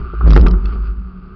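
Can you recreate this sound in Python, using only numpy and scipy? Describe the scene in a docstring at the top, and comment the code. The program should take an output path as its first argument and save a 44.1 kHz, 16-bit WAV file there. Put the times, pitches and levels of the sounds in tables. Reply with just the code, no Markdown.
"""The exhaust of an off-road vehicle booms under load and falls back as it crawls over a bump.
Heard from a camera on the vehicle, the suspension bottoms out in a run of clunks that excite the modes
of the chassis and the camera mount; the loudest peaks overload the microphone. Behind them the engine
clatters, the drivetrain drones, body and wind rumble, and tyres crunch on the dirt track as stones tick."""
import sys
import numpy as np
from scipy import signal
from scipy.fft import rfft, irfft
from scipy.io import wavfile
from scipy.ndimage import uniform_filter1d

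SR = 44100
rng = np.random.default_rng(int(sys.argv[2]) if len(sys.argv) > 2 else 0)


def dump(signal):
    """Clip the signal to [-1, 1] and save it as 16-bit WAV at the path in sys.argv[1]."""
    limited = np.clip(np.atleast_2d(signal).T, -1, 1)
    pcm = np.round(limited * 32767).astype(np.int16)
    wavfile.write(sys.argv[1], SR, pcm)


N = 59535
T = np.arange(N) / SR

# Spectra of the four noises. Each row: frequency in Hz, relative spectral density in dB.
BODY_SPECTRUM = [(70, -15), (100, 1), (150, 1), (200, 3.5), (240, -6), (315, -13.5), (365, -0.5), (430, -9),
                 (500, -21.5), (800, -23), (1100, -20)]
WIND_SPECTRUM = [(10, -20), (25, 6), (45, 6), (70, 8.5), (110, -37.5), (250, -21)]
GRIT_SPECTRUM = [(400, -17.5), (900, 11), (1900, 2), (2650, 4.5), (3800, -9.5), (4600, 1), (5600, -17.5),
                 (7000, -46)]
CLATTER_SPECTRUM = [(450, -27.5), (850, -26), (1050, -15.5), (1190, 4.5), (1380, -1.5), (1550, -9),
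                    (1800, -27), (2600, -21.5), (3800, -35), (4600, -32.5), (6000, -57)]
# Envelopes of body shake, tyre grit and engine clatter. Each row: time in seconds, rms level in dB.
SHAKE_LEVEL = [(0, -29.5), (.19, -49), (.245, -23), (.28, -20.5), (.38, -22), (.48, -20), (.54, -26),
               (.62, -34), (.75, -30.5), (.81, -38.5), (1.05, -44), (1.35, -43)]
GRIT_LEVEL = [(0, -53), (.24, -84), (.28, -34.5), (.35, -32), (.45, -53), (.50, -51), (.56, -59),
              (.63, -56), (.67, -50), (.75, -50.5), (.80, -60), (.875, -50), (.93, -64.5), (1.35, -63.5)]
CLATTER_LEVEL = [(0, -40.5), (.25, -36), (.55, -42), (.63, -43), (.70, -37), (.81, -45), (.88, -41.5),
                 (.94, -48), (1.2, -50.5), (1.35, -46.5)]
# Drivetrain tone. Each row: time in seconds, centre frequency in Hz, peak level in dB before flutter.
DRONE_TONE = [(0, 175.5, -45.5), (.2, 159.3, -39.5), (.28, 146.7, -22), (.37, 166.7, -10),
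              (.46, 169.8, -13), (.52, 179.4, -19), (.60, 176.3, -38.5), (.88, 176.9, -46.5),
              (1.03, 189.2, -34.5), (1.26, 179.5, -38.5), (1.35, 193.2, -38)]
# Impacts of stones and loose metal. Each row: start in seconds, gain in dB, main ring frequency in Hz.
TICK_IMPACTS = [(0.2768, -32.5, 4440), (0.293, -31, 4930), (0.3058, -22, 5220), (0.3165, -31.5, 5100),
                (.3325, -19, 4860), (.352, -21.5, 5370), (0.3912, -34, 5090), (0.4116, -25.5, 5000),
                (0.4828, -25.5, 5200), (0.5112, -28, 4870), (0.6564, -24.5, 4280)]
# Modes of a tick. Each row: ratio to the main ring frequency, gain in dB, 60 dB decay time in seconds.
TICK_RESONANCES = [(.62, -6.5, 0.012), (.8, -3.5, 0.011), (0.998, 2.5, 0.0087)]
# Suspension impacts. Each row: start in seconds, chassis gain in dB, mount gain in dB, cutoff in Hz.
CLUNK_IMPACTS = [(.135, -22.5, -16, 900), (0.2091, -23, -7, 1542), (0.2623, -9.5, -30, 477),
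                 (0.2698, -4, -12.5, 1404), (.322, -13, -5.5, 1400), (0.3624, -1, 5.5, 2260),
                 (0.3737, -2.5, -5, 4700), (0.44, -8, -27.5, 1280), (.458, -12.5, 3, 591),
                 (0.4642, -14.5, 1.5, 4350), (0.482, -21, -19, 1306), (.536, -41, -17, 1300),
                 (.759, -31.5, -19, 1390), (0.833, -43.5, -23, 1475)]
# Chassis and camera mount modes. Each row: frequency in Hz, gain in dB, 60 dB decay time in seconds.
CHASSIS_MODES = [(103.7, -9, .08), (236, -6, 0.062), (352.3, -5, 0.07), (419, -12, 0.069),
                 (510, -32, 0.032)]
MOUNT_MODES = [(930, -26.5, 0.06), (1191, -7.5, 0.045), (1323.6, -10.5, 0.044), (1410, -18, 0.027),
               (2546, -15.5, 0.0071), (3720, -31.5, 0.02)]
# Engine firing. Each row: time in seconds, firing rate in Hz.
FIRING_RATE = [(0.0, 60.47), (0.07, 60.17), (0.13, 46.86), (0.22, 61.14), (0.29, 51.07), (0.37, 48.21),
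               (0.41, 59.26), (0.46, 44.33), (0.52, 51.3), (0.6, 43.08), (0.71, 56.4), (0.8, 49.57),
               (0.9, 51.1), (1.35, 58.55)]
# Exhaust envelope. Each row: time in seconds, peak level of the fundamental in dB.
BOOM_LEVEL = [(0, -17.5), (.11, -28.5), (.19, -14), (.258, -7), (.295, 3), (.44, 2.5), (.463, -4),
              (.56, -6.5), (.618, -18), (.66, -7), (.735, -23), (.805, -12), (.855, -18), (.895, -11.5),
              (.955, -23), (1.0, -17.5), (1.045, -29.5), (1.35, -59)]
# Exhaust harmonics 2 to 8. Each entry: level in dB relative to the fundamental.
BOOM_HARMONICS = [-24.5, -32.5, -32.5, -36.5, -40.5, -34.5, -39]


def undb(db):
    return 10 ** (np.asarray(db) / 20)


def curve(table, column=1):
    """Linear interpolation of one column of a table over time."""
    rows = np.array(table, float)
    return np.interp(T, rows[:, 0], rows[:, column])


def colour(x, spectrum):
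    """Spectral shaping: a signal is filtered by the given spectrum and scaled to unit rms."""
    hz, db = np.array(spectrum, float).T
    f = np.maximum(np.arange(N // 2 + 1) * SR / N, 1)
    gain = undb(np.interp(np.log(f), np.log(hz), db))
    skirts = np.minimum(f / hz[0], 1) ** 2 * np.minimum(hz[-1] / f, 1) ** 4
    shaped = irfft(rfft(x) * gain * skirts, N)
    return shaped / shaped.std()


def drift(rate_hz):
    """A moving average of random steps gives a slow drift of unit standard deviation."""
    hold = int(SR / rate_hz)
    steps = np.repeat(rng.standard_normal(N // hold + 1), hold)
    smooth = uniform_filter1d(steps, hold)[:N]
    return smooth / smooth.std()


def ring(force, modes):
    """Modal superposition: the force is convolved with a sum of damped sinusoids."""
    response = sum(undb(db) * np.sin(2 * np.pi * hz * T) * np.exp(-np.log(1000) * T / t60)
                   for hz, db, t60 in modes)
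    return signal.fftconvolve(force, response)[:N]


def impact(start, cutoff_hz, contact_s, chatter_s, chatter_gain):
    """Contact force: a short push with a burst of chatter; softer contact means less bandwidth."""
    age = np.maximum(T - start, 0)
    push = age * np.exp(-age / (contact_s / 10))
    chatter = age / chatter_s * np.exp(1 - 2 * age / chatter_s) * rng.standard_normal(N)
    soften = signal.butter(4, cutoff_hz, fs=SR, output="sos")
    return signal.sosfilt(soften, push / push.sum() + chatter_gain * chatter + 1e-18)


def tyres(grains_per_s=3000, spread_db=1):
    """Shot noise: dense, randomly timed grains of grit under the tread merge into a crunch."""
    grains = (rng.random(N) < grains_per_s / SR) * rng.standard_normal(N)
    strength = undb(spread_db * np.minimum(rng.exponential(size=N), 4))
    return undb(curve(GRIT_LEVEL)) * colour(grains * strength, GRIT_SPECTRUM)


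def ticks():
    """Free vibration: jolted stones and loose metal ring briefly in high, heavily damped modes."""
    out = 0
    for start, db, hz in TICK_IMPACTS:
        force = impact(start, cutoff_hz=5280, contact_s=0.00055, chatter_s=0.0014, chatter_gain=0.22)
        modes = [(hz * ratio, mode_db, t60) for ratio, mode_db, t60 in TICK_RESONANCES]
        out = out + undb(db) * ring(force, modes)
    return out


def clatter(phase, depth=0.35):
    """Amplitude modulation: engine noise throbs at twice the firing rate; the resonant mount colours it."""
    throb = 1 + depth * np.cos(2 * phase)
    return undb(curve(CLATTER_LEVEL)) * colour(throb * rng.standard_normal(N), CLATTER_SPECTRUM)


def drivetrain(waver=0.0071, flutter_db=3.0):
    """Random modulation: a drone wavers in frequency and level as it swells under load."""
    hz = curve(DRONE_TONE) * (1 + waver * drift(rate_hz=30))
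    level_db = curve(DRONE_TONE, column=2) + flutter_db * drift(rate_hz=40)
    return undb(level_db) * np.sin(2 * np.pi * np.cumsum(hz) / SR)


def rumble(wind_over_body_db=9):
    """Random excitation: each lurch shakes the body and makes air buffet the microphone."""
    body = colour(rng.standard_normal(N), BODY_SPECTRUM)
    wind = colour(rng.standard_normal(N), WIND_SPECTRUM)
    return undb(curve(SHAKE_LEVEL)) * (body + undb(wind_over_body_db) * wind)


def suspension(mount_cutoff_hz=1080):
    """Impact excitation: each clunk drives the low modes of the chassis and the high ones of the mount."""
    thuds, knocks = 0, 0
    for start, chassis_db, mount_db, cutoff_hz in CLUNK_IMPACTS:
        force = impact(start, cutoff_hz, contact_s=0.0014, chatter_s=0.0044, chatter_gain=0.12)
        thuds = thuds + undb(chassis_db) * force
        knocks = knocks + undb(mount_db) * force
    # The small mount passes little bass.
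    highpass = signal.butter(3, mount_cutoff_hz, "highpass", fs=SR, output="sos")
    return ring(thuds, CHASSIS_MODES) + ring(signal.sosfilt(highpass, knocks), MOUNT_MODES)


def exhaust(phase):
    """Harmonic series: periodic firing gives a strong fundamental, the boom, with weak overtones."""
    overtones = sum(undb(db) * np.sin(k * phase) for k, db in enumerate(BOOM_HARMONICS, start=2))
    return undb(curve(BOOM_LEVEL)) * (np.sin(phase) + overtones)


def scene():
    """Superposition: all sources add at one microphone; exhaust and clatter share the firing phase."""
    phase = 2 * np.pi * np.cumsum(curve(FIRING_RATE)) / SR
    engine = exhaust(phase) + clatter(phase)
    return (engine + drivetrain() + rumble() + tyres() + ticks() + suspension())[None]


def record(dry, clip_level=0.71, shelf_hz=5950, shelf_db=-6.5, top_hz=16000):
    """Saturation and band limiting: the microphone clips hard, then the recorder attenuates the treble."""
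    clipped = np.clip(dry, -clip_level, clip_level)
    lows = signal.sosfiltfilt(signal.butter(10, shelf_hz, fs=SR, output="sos"), clipped)
    shelved = lows + undb(shelf_db) * (clipped - lows)
    return signal.sosfilt(signal.ellip(8, 0.1, 70, top_hz, fs=SR, output="sos"), shelved)


dry = scene()
out = record(dry)
dump(out)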